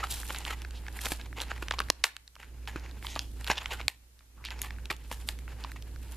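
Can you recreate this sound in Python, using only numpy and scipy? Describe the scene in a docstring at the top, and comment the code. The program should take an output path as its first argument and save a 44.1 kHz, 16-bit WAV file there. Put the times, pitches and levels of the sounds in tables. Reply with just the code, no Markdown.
"""Hands pull a clear plastic blister off its card, close to a small stereo microphone in a furnished room.
From the start, fingers rustle and slide on the film over a bed of mains hum, low rumble and hiss.
The stiff shell snaps as dents buckle and crunches in swarms of cracks; fingers knock the hollow pack.
The loudest snaps land near 2 s and 3.9 s, and bed and rustle duck for about half a second each time.
Lighter snaps and crunches follow, thinning to a soft rustle by 6 s."""
import sys
import numpy as np
from scipy import signal
from scipy.fft import rfft, irfft, next_fast_len
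from scipy.io import wavfile

SR = 44100
rng = np.random.default_rng(int(sys.argv[2]) if len(sys.argv) > 2 else 0)


def unload_wav(signal):
    """Save mono or channel-first audio to the path in sys.argv[1] as 16-bit WAV at rate SR, clipped to [-1, 1]."""
    wavfile.write(
        sys.argv[1],
        SR,
        np.round(np.clip(np.atleast_2d(signal).T, -1, 1) * 32767).astype(np.int16),
    )


N = 271656


def from_db(db):
    """Gain of a level in dB."""
    return 10 ** (np.asarray(db) / 20)


def rms_one(x):
    """Normalises to rms 1."""
    return x / np.sqrt(np.mean(x ** 2) + 1e-20)


def automation(rows):
    """Draws breakpoint columns as curves, one value a sample."""
    times, *columns = np.transpose(rows)
    return [np.interp(np.arange(N) / SR, times, column) for column in columns]


def drift(rate_hz):
    """Smooth random modulation of rms 1."""
    r = np.exp(-80 * np.pi * rate_hz / SR)
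    noise = rng.standard_normal(N // 40 + 2002)   # one value every 40 samples
    slow = signal.lfilter([1], [1, -2 * r, r * r], noise)[2000:]
    return np.interp(np.arange(N) / 40, np.arange(len(slow)), rms_one(slow))


def resonance(x, hz, width_hz):
    """Two-pole resonator, unity gain at its peak."""
    r = np.exp(-np.pi * width_hz / SR)
    poles = [1, -2 * r * np.cos(2 * np.pi * hz / SR), r * r]
    return signal.lfilter(np.array([1, 0, -1]) * (1 - r * r) / 2, poles, x)


def passband(x, low_hz, high_hz):
    """Butterworth band-pass."""
    sos = signal.butter(2, [low_hz, min(high_hz, SR / 2.2)], "band", fs=SR, output="sos")
    return signal.sosfilt(sos, x)


def lowpass(x, hz):
    """Butterworth low-pass."""
    return signal.sosfilt(signal.butter(2, min(hz, SR / 2.2), fs=SR, output="sos"), x)


def grains(size, density, spread_db):
    """Random clicks on a share `density` of the samples, a few of them much louder."""
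    chance, strength, polarity = rng.random((3, size))
    gain = from_db(-spread_db * np.log(np.maximum(strength, .01)))
    return (chance < density) * gain * np.sign(polarity - .5) + 1e-9


def random_lag():
    """A crack's position offsets the channels by up to one sample, heard only in the treble."""
    return round(np.clip(rng.normal(0, 0.63), -1, 1))


def add(out, sound, at_s, lag=0):
    """Mixes a sound into both channels, the left one `lag` samples later."""
    i = max(round(at_s * SR), 2)
    for channel, start in zip(out, (i + lag, i)):
        channel[start:start + len(sound)] += sound[:N - start]


def hum(hz=59.2):
    """Mains tone, wavering slightly in pitch and level."""
    phase = 2 * np.pi * np.cumsum(hz + 1.1 * drift(6.7)) / SR
    return np.sqrt(2) * np.sin(phase) * from_db(0.74 * drift(2.0))


# EQ curve of the room's rumble: f/Hz, relative level/dB
RUMBLE_EQ = [(12, -29.5), (20, -10.5), (43, -7.5), (69, -16), (87, -14.5), (108, -10.5), (161, -22),
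             (277, -21), (541, -31.5), (900, -45), (1170, -81), (1980, -120)]


def rumble():
    """Low room noise, almost mono."""
    hz = np.maximum(np.arange(N // 2 + 1) * SR / N, 1)
    eq_hz, eq_db = np.transpose(RUMBLE_EQ)
    colour = from_db(np.interp(np.log(hz), np.log(eq_hz), eq_db))
    mid, side = irfft(rfft(rng.standard_normal((2, N))) * colour, N)
    return rms_one(mid + 0.1 * side * [[1], [-1]])


def hiss():
    """Broadband hiss, wide in stereo."""
    mid, side = passband(rng.standard_normal((2, N)), 300, 16000)
    return rms_one(mid + 1.2 * side * [[1], [-1]])


# Modes of shell and card: f/Hz, width/Hz, gain/dB
SHELL_MODES = [(416, 200, 4.5), (854, 182, 14), (1590, 620, 5.5), (2680, 710, 11.5), (4146, 2540, 1),
               (6850, 400, 4.5)]


def shell(x):
    """Rings the shell and card; soft plastic radiates little above its modes."""
    modes = (from_db(db) * (-1) ** k * resonance(x, hz, width_hz)
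             for k, (hz, width_hz, db) in enumerate(SHELL_MODES))
    return lowpass(sum(modes), 7800)


# Fader moves for fingers and tearing card: t/s, base mid level/dB, base treble level/dB
RUSTLE_LEVELS = [(0.0, -44, -56.5), (0.17, -53.5, -46.5), (0.5, -52, -53), (0.7, -60.5, -71),
                 (0.9, -58, -62.5), (1.08, -48, -42.5), (1.3, -68, -72.5), (1.44, -53.5, -63.5),
                 (1.85, -54, -59), (2.5, -67.5, -76), (2.85, -54.5, -108), (3.05, -67, -53.5),
                 (3.3, -72.5, -65), (3.55, -43, -54.5), (3.75, -52.5, -54.5), (3.92, -63.5, -72.5),
                 (4.56, -60.5, -100), (5.13, -60.5, -54.5), (5.46, -65, -74), (5.66, -53, -62),
                 (5.8, -67.5, -72), (6.16, -60, -59.5)]


def rustle():
    """Fine uneven friction with sparse crackle: mono mids, wider treble."""
    mid_db, treble_db = automation(RUSTLE_LEVELS)
    surges = drift(19)
    fine = rms_one(grains(N, density=.3, spread_db=2.3))
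    gritty = fine + 0.35 * rms_one(lowpass(grains(N, density=0.011, spread_db=1.8), 2000))
    mid = rms_one(rms_one(shell(gritty)) + .5 * rms_one(passband(gritty, 330, 3100)))
    side = rng.standard_normal(N) * [[.6], [-.6]]
    # skin catches for a few ms
    catches = rms_one(lowpass(np.abs(grains(N, density=0.00074, spread_db=2.7)), 110))
    treble = rms_one(passband((fine + side) * (1 + 0.47 * catches), 2700, 13000))
    treble += (from_db(2.4 * drift(25)) - 1) * passband(treble, 7000, 18000)   # the top flickers
    return from_db(mid_db + 3.5 * surges) * mid + from_db(treble_db + 2.0 * surges) * treble


# Skin sliding on the film: start t/s, end t/s, mid-stroke rms level/dB, f/Hz, width/Hz
SLIDES = [(0.024, 0.052, -32.5, 1270, 119), (0.738, 0.798, -52, 3300, 2000),
          (3.059, 3.16, -50.5, 3250, 1500), (3.074, 3.166, -51, 6260, 1500),
          (4.361, 4.444, -59.5, 1100, 290), (4.44, 4.494, -43.5, 2770, 1680)]


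def slides():
    """Stick-slip grains sing through one resonance, fading in and out."""
    out = np.zeros((2, N))
    for start, end, rms_db, hz, width_hz in SLIDES:
        size = round((end - start) * SR)
        slips = grains(size, density=0.042, spread_db=0.67)
        rub = rms_one(resonance(resonance(slips, hz, width_hz), hz, 2 * width_hz))
        add(out, from_db(rms_db) * rub * np.sqrt(np.hanning(size)), start)
    return out


def panel(x, hz, q, neighbour_gain):
    """The flexed panel rings at its pitch, with two neighbouring modes that change with every grip."""
    neighbour_hz = np.minimum(hz * np.exp(rng.uniform(0.12, 0.8, 2) * [-1, 1]), SR / 3)
    shares = rng.random((2, len(x))) < .5   # each neighbour takes a random half of the hit
    main = resonance(resonance(x, hz, hz / q), hz, hz)
    neighbours = sum(rms_one(resonance(x * share, f, f / q)) for f, share in zip(neighbour_hz, shares))
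    return rms_one(rms_one(main) + neighbour_gain * lowpass(neighbours, 2.0 * hz))


# Single dents buckling: t/s, peak level/dB, panel f/Hz, treble crack level/dB re the ring
SNAPS = [(0.037, -25, 1230, -38), (0.1485, -36, 5200, 4), (0.2025, -38, 6070, -3), (0.2319, -29, 1560, -10),
         (0.267, -29, 5000, 6), (0.3049, -21.5, 1040, -13), (0.347, -25, 2300, -27),
         (0.3617, -24, 2720, -18), (0.3713, -34, 2350, -19), (0.386, -21.5, 9900, -12),
         (0.451, -20, 2720, -30), (0.464, -25.5, 1140, -9), (0.5049, -27, 1770, -22),
         (0.6189, -28, 2480, -1), (0.6486, -29.5, 1820, -31), (0.7082, -33, 3340, -16),
         (0.866, -32.5, 2100, -35), (0.8828, -28, 1710, -39), (0.99, -26, 1770, -14), (1.01, -38, 3400, -4),
         (1.0501, -21, 1110, 5), (1.0565, -18.5, 2530, -5), (1.0668, -20.5, 1770, -17),
         (1.119, -20.5, 2780, -10), (1.2133, -30.5, 2410, -33), (1.3284, -31, 1500, -16),
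         (1.379, -29.5, 915, -23), (1.4025, -22, 2960, -28), (1.417, -22, 3700, -3),
         (1.5155, -19.5, 1290, -40), (1.562, -36, 2400, -17), (1.5788, -32.5, 1500, -13),
         (1.6244, -23.5, 1030, -16), (1.6838, -21.5, 2300, -16), (1.7092, -17.5, 3380, -20),
         (1.7113, -13, 1210, -31), (1.7225, -24, 2920, -24), (1.738, -23.5, 826, -14),
         (1.7857, -26, 1090, -22), (1.7905, -13, 2900, -13.5), (1.8028, -13, 1090, -7),
         (1.818, -27, 2350, -20), (1.8858, -33.5, 1900, -40), (1.9011, -4, 2450, -1.5),
         (1.901, -9.5, 940, -24), (2.0393, -6.5, 2720, -5), (2.0406, -4, 1855, 3.5), (2.0425, -11, 1920, 3),
         (2.053, -25, 2600, -26), (2.166, -24.5, 2420, -10), (2.2777, -34, 4100, -10),
         (2.3543, -37.5, 2500, -6), (2.3638, -37.5, 1090, -18), (2.4298, -34, 1390, -29),
         (2.675, -23, 2380, -31), (2.759, -26.5, 1350, -22), (2.797, -39, 2500, -1),
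         (2.8617, -34.5, 1980, -32), (2.912, -37, 2580, -15), (3.0265, -31, 1920, -23),
         (3.047, -29, 935, -20), (3.0679, -22.5, 2850, -25), (3.1548, -26.5, 3500, -9.5),
         (3.161, -23.5, 735, -13.5), (3.1922, -13.5, 3160, -11), (3.4106, -32, 1480, 5),
         (3.4443, -22, 2380, 2), (3.467, -27, 2300, -14), (3.475, -20, 3230, -27), (3.5, -12.5, 834, -45),
         (3.556, -32, 2600, -29), (3.58, -20, 3050, -42), (3.5858, -25.5, 3400, -36),
         (3.6585, -17, 2330, -28.5), (3.722, -26.5, 1870, -32.5), (3.8028, -27, 875, -27),
         (3.8132, -25.5, 2220, -33), (3.8813, -5, 2140, -3.5), (4.1914, -45, 3585, -21),
         (4.207, -48.5, 1090, -19.5), (4.441, -33, 2130, -33), (4.4508, -22.5, 2170, -2),
         (4.4572, -25.5, 3550, -27), (4.4863, -32, 1870, -16), (4.5057, -25, 2560, -12),
         (4.6173, -16, 12300, -7), (4.617, -27, 1850, -20), (4.628, -29, 10000, -6),
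         (4.647, -27.5, 910, -6), (4.7066, -28, 1920, -31), (4.785, -37.5, 1450, -9),
         (4.856, -27, 2860, -12), (4.901, -19.5, 1900, -25), (4.9041, -19.5, 2010, -25),
         (4.9094, -21, 2300, -2), (4.9133, -19.5, 1100, -18), (4.965, -37, 5560, -8),
         (5.114, -24, 882, -28), (5.2883, -14, 2370, -3), (5.2892, -24, 4300, -12),
         (5.389, -32.5, 2320, -1.5), (5.4791, -32.5, 1340, -32), (5.6391, -25.5, 3560, -40),
         (5.647, -25.5, 1020, -34), (5.7176, -31, 1830, -3), (5.7603, -36, 1050, -19),
         (5.824, -33, 2780, -5), (5.9607, -38.5, 1610, -14)]


def snaps(rows):
    """A sharp release and a millisecond of aftershocks ring the buckled panel and the whole shell."""
    out, t = np.zeros((2, N)), np.arange(1200) / SR
    for at_s, peak_db, hz, treble_db in rows:
        size = from_db(peak_db / 2)   # big dents hit harder, ring more broadly and crack duller
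        jerk = rng.standard_normal(len(t)) * np.exp(-t / 0.001)
        jerk[10] -= 2.9 + 3.1 * size   # the release
        ring = panel(jerk, hz, q=max(3.0 - 0.95 * size, 1), neighbour_gain=.3)
        # high-pitched dents leave the shell's low modes quiet
        ring += 0.44 * rms_one(passband(shell(jerk), 0.43 * hz, max(5000, hz)))
        crack = passband(jerk, 4500, 17000 - 9000 * size)
        sound = ring / np.abs(ring).max() - from_db(treble_db) * crack / np.abs(crack).max()
        add(out, from_db(peak_db) * sound / np.abs(sound).max(), at_s, random_lag())
    return out


# Swarms of cracks: crest t/s, level/dB, decay/ms per 6 dB (1 at least), panel f/Hz, fizz/dB re the body
CRUNCHES = [(0.037, -30, 6.5, 1365, -11.5), (0.11, -45.5, 27, 4000, 12), (0.3, -33, 6, 1690, -16),
            (0.348, -42.5, 48, 1980, -24), (0.479, -34, 7, 1900, -12), (0.51, -35, 7.5, 1330, -16),
            (0.535, -36, 5.5, 1950, -18), (1.011, -41, 8, 3300, 6), (1.054, -34.5, 8.5, 2620, 1),
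            (1.108, -44.5, 16, 2500, 5), (1.121, -33.5, 5, 2250, 2), (1.201, -45, 12, 2170, -16),
            (1.261, -44, 4.5, 2550, -14), (1.374, -40, 24, 2000, -13), (1.414, -34.5, 11.5, 2550, -5.5),
            (1.513, -35, 5, 1460, -23), (1.625, -38, 7, 1430, -10.5), (1.712, -36, 7.5, 1160, -31),
            (1.741, -34, 3, 1100, -16.5), (1.806, -32, 4.5, 1100, -18), (2.043, -30, 12.5, 1743, -1.5),
            (2.401, -48.5, 30, 1580, -11), (2.679, -39, 16, 1750, -12), (2.762, -40, 7, 1590, -16),
            (3.046, -47, 78, 1930, -5.5), (3.163, -33, 8, 1170, -17), (3.196, -46.5, 27, 3270, -35),
            (3.482, -31.5, 3.5, 1520, -11.5), (3.5, -26, 12, 1620, -11), (3.515, -26, 3.5, 2610, -22.5),
            (3.575, -32.5, 7, 3500, -21.5), (3.582, -31, -1, 1080, -18), (3.616, -41, -1, 3600, -24),
            (3.622, -39.5, -1, 1300, -20), (3.713, -34.5, 7, 940, -17.5), (3.721, -39, 9, 826, -11.5),
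            (3.737, -36, 8.5, 1440, -10), (3.799, -40.5, 13, 1480, -17.5), (3.885, -44, 16.5, 1830, -4),
            (4.515, -40.5, 14.5, 1560, -16), (4.592, -45, 8.5, 2670, -10), (4.618, -56, 10, 5560, 15),
            (4.64, -43.5, 24, 1800, -6), (4.906, -34, 10.5, 914, -8), (5.116, -41, 17, 1690, -0.5),
            (5.276, -56, 21, 2500, 8.5), (5.288, -42, 14, 1740, -3), (5.762, -44.5, 7.5, 1920, -19)]


def crunches(sudden_attack_ms=1.5, slow_attack_ms=5):
    """Clumps of cracks swell and die away, ringing panel and shell; a snap sets them off suddenly."""
    out, t = np.zeros((2, N)), np.arange(-3000, 5000) / SR
    for at_s, level_db, decay_ms, hz, fizz_db in CRUNCHES:
        on_snap = any(-.001 < at_s - snap[0] < .005 for snap in SNAPS)
        attack_ms = sudden_attack_ms if on_snap else slow_attack_ms   # per 6 dB
        swell = from_db(-6000 * np.where(t < 0, -t / attack_ms, t / max(decay_ms, 1)))
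        clumps = from_db(2.58 * rms_one(lowpass(rng.standard_normal(len(t)), 150)))
        cracks = grains(len(t), density=.025, spread_db=1.1) * clumps
        body = rms_one(panel(cracks, hz, q=13.0, neighbour_gain=0.69) + 1.3 * rms_one(shell(cracks)))
        fizz = rms_one(cracks) + clumps * rng.standard_normal(len(t))   # fibres tear between the cracks
        sound = body + from_db(fizz_db) * rms_one(passband(fizz, 2800, 14000))
        start = at_s + t[0]
        skip = max(0, 2 - round(start * SR))   # trim a lead-in that starts before the scene
        add(out, (from_db(level_db) * swell * sound)[skip:], start, random_lag())
    return out


def room(x, t60_s=0.43, wall_cut_hz=8900):
    """Short room reverb: six feedback delays a side, darker on every bounce."""
    size = next_fast_len(N + SR)
    w = 2 * np.pi * np.arange(size // 2 + 1) / size
    damping = 1 / (1 + 1j * w * SR / (2 * np.pi * wall_cut_hz))
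    out, spectrum = np.zeros((2, N)), rfft(x, size)
    for channel in out:
        delays_s = rng.uniform(0.0095, 0.033, 6)
        loops = [from_db(-60 * d / t60_s) * damping * np.exp(-1j * w * d * SR) for d in delays_s]
        channel += irfft(spectrum * sum(g / (1 - g) for g in loops), size)[:N]
    return out


def faint_snaps(duck, count, over_rustle_db=15, hz=2300, treble_db=-9.5):
    """Small dents buckle at scattered times and pitches, riding the ducked rustle's level."""
    scatter = rng.standard_normal((count, 3))
    onsets = (np.arange(count) + rng.random(count)) * (N - 1) / count
    peak_db = automation(RUSTLE_LEVELS)[0] + 20 * np.log10(duck) + over_rustle_db
    rows = [(i / SR, peak_db[int(i)] + 1.7 * loud, hz * np.exp(0.32 * high), treble_db + 5.0 * bright)
            for i, (loud, high, bright) in zip(onsets, scatter)]
    return snaps(rows)


# Fingers knocking the hollow pack: t/s, level/dB before the envelope, f/Hz
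KNOCKS = [(0.305, -36, 300), (1.062, -31, 514), (1.119, -25.5, 300), (1.381, -32.5, 457), (1.626, -30, 333),
          (1.802, -29.5, 402), (1.901, -30.5, 301.4), (2.759, -26, 320), (3.163, -33.5, 292),
          (3.5, -27.5, 202.7), (3.5005, -22, 862), (4.906, -29.5, 336), (5.113, -32.5, 520),
          (5.287, -33.5, 855)]


def knocks():
    """A soft push rings the air inside the pack and, about an octave lower, the card."""
    out, t = np.zeros((2, N)), np.arange(3000) / SR
    envelope = np.exp(-t / 0.0044) * (1 - np.exp(-t / 0.00032))
    for at_s, level_db, hz in KNOCKS:
        ring = np.sin(2 * np.pi * hz * t) + 0.33 * np.sin(2 * np.pi * 0.53 * hz * t)
        add(out, from_db(level_db) * ring * envelope, at_s)
    return out


# Level dips around loud snaps: t/s, depth/dB, hold/s
DUCKS = [(1.896, -12.5, 0.089), (2.024, -20.5, 0.33), (3.525, -5, 0.066), (3.875, -17.5, 0.43),
         (4.867, -5.5, 0.16)]


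def ducking(attack_s=0.015, release_s=.11):
    """Gain curve: each dip drops fast, holds and eases back; the deepest wins."""
    t = np.arange(N) / SR
    dips_db = []
    for at_s, depth_db, hold_s in DUCKS:
        attack = np.clip((t - at_s) / attack_s, 0, 1)
        release = np.exp(-np.maximum(t - at_s - hold_s, 0) / release_s)
        dips_db.append(depth_db * attack * release)
    return from_db(np.min(dips_db, axis=0))


def scene():
    """The pack up front, leaning slightly right, over a ducked bed and a steady floor of hiss."""
    duck = ducking()
    pack = snaps(SNAPS) + crunches() + knocks() + slides() + faint_snaps(duck, count=30)
    lows = from_db(-40.5) * hum() + from_db(-49.5) * rumble()
    bed = lows * from_db([[-1.3], [1.2]]) + from_db(-63) * hiss()
    reverb = from_db(-27.5) * room(pack[0] / duck)   # the send rises as the return ducks
    handling = (pack + duck * rustle()) * from_db([[-.4], [.4]])
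    return handling + duck * (bed + reverb) + from_db(-65.5) * hiss()


def record(dry):
    """A steep high cut at 14.3 kHz."""
    return signal.sosfilt(signal.ellip(10, .5, 60, 14300, fs=SR, output="sos"), dry)


dry = scene()
out = record(dry)
unload_wav(out)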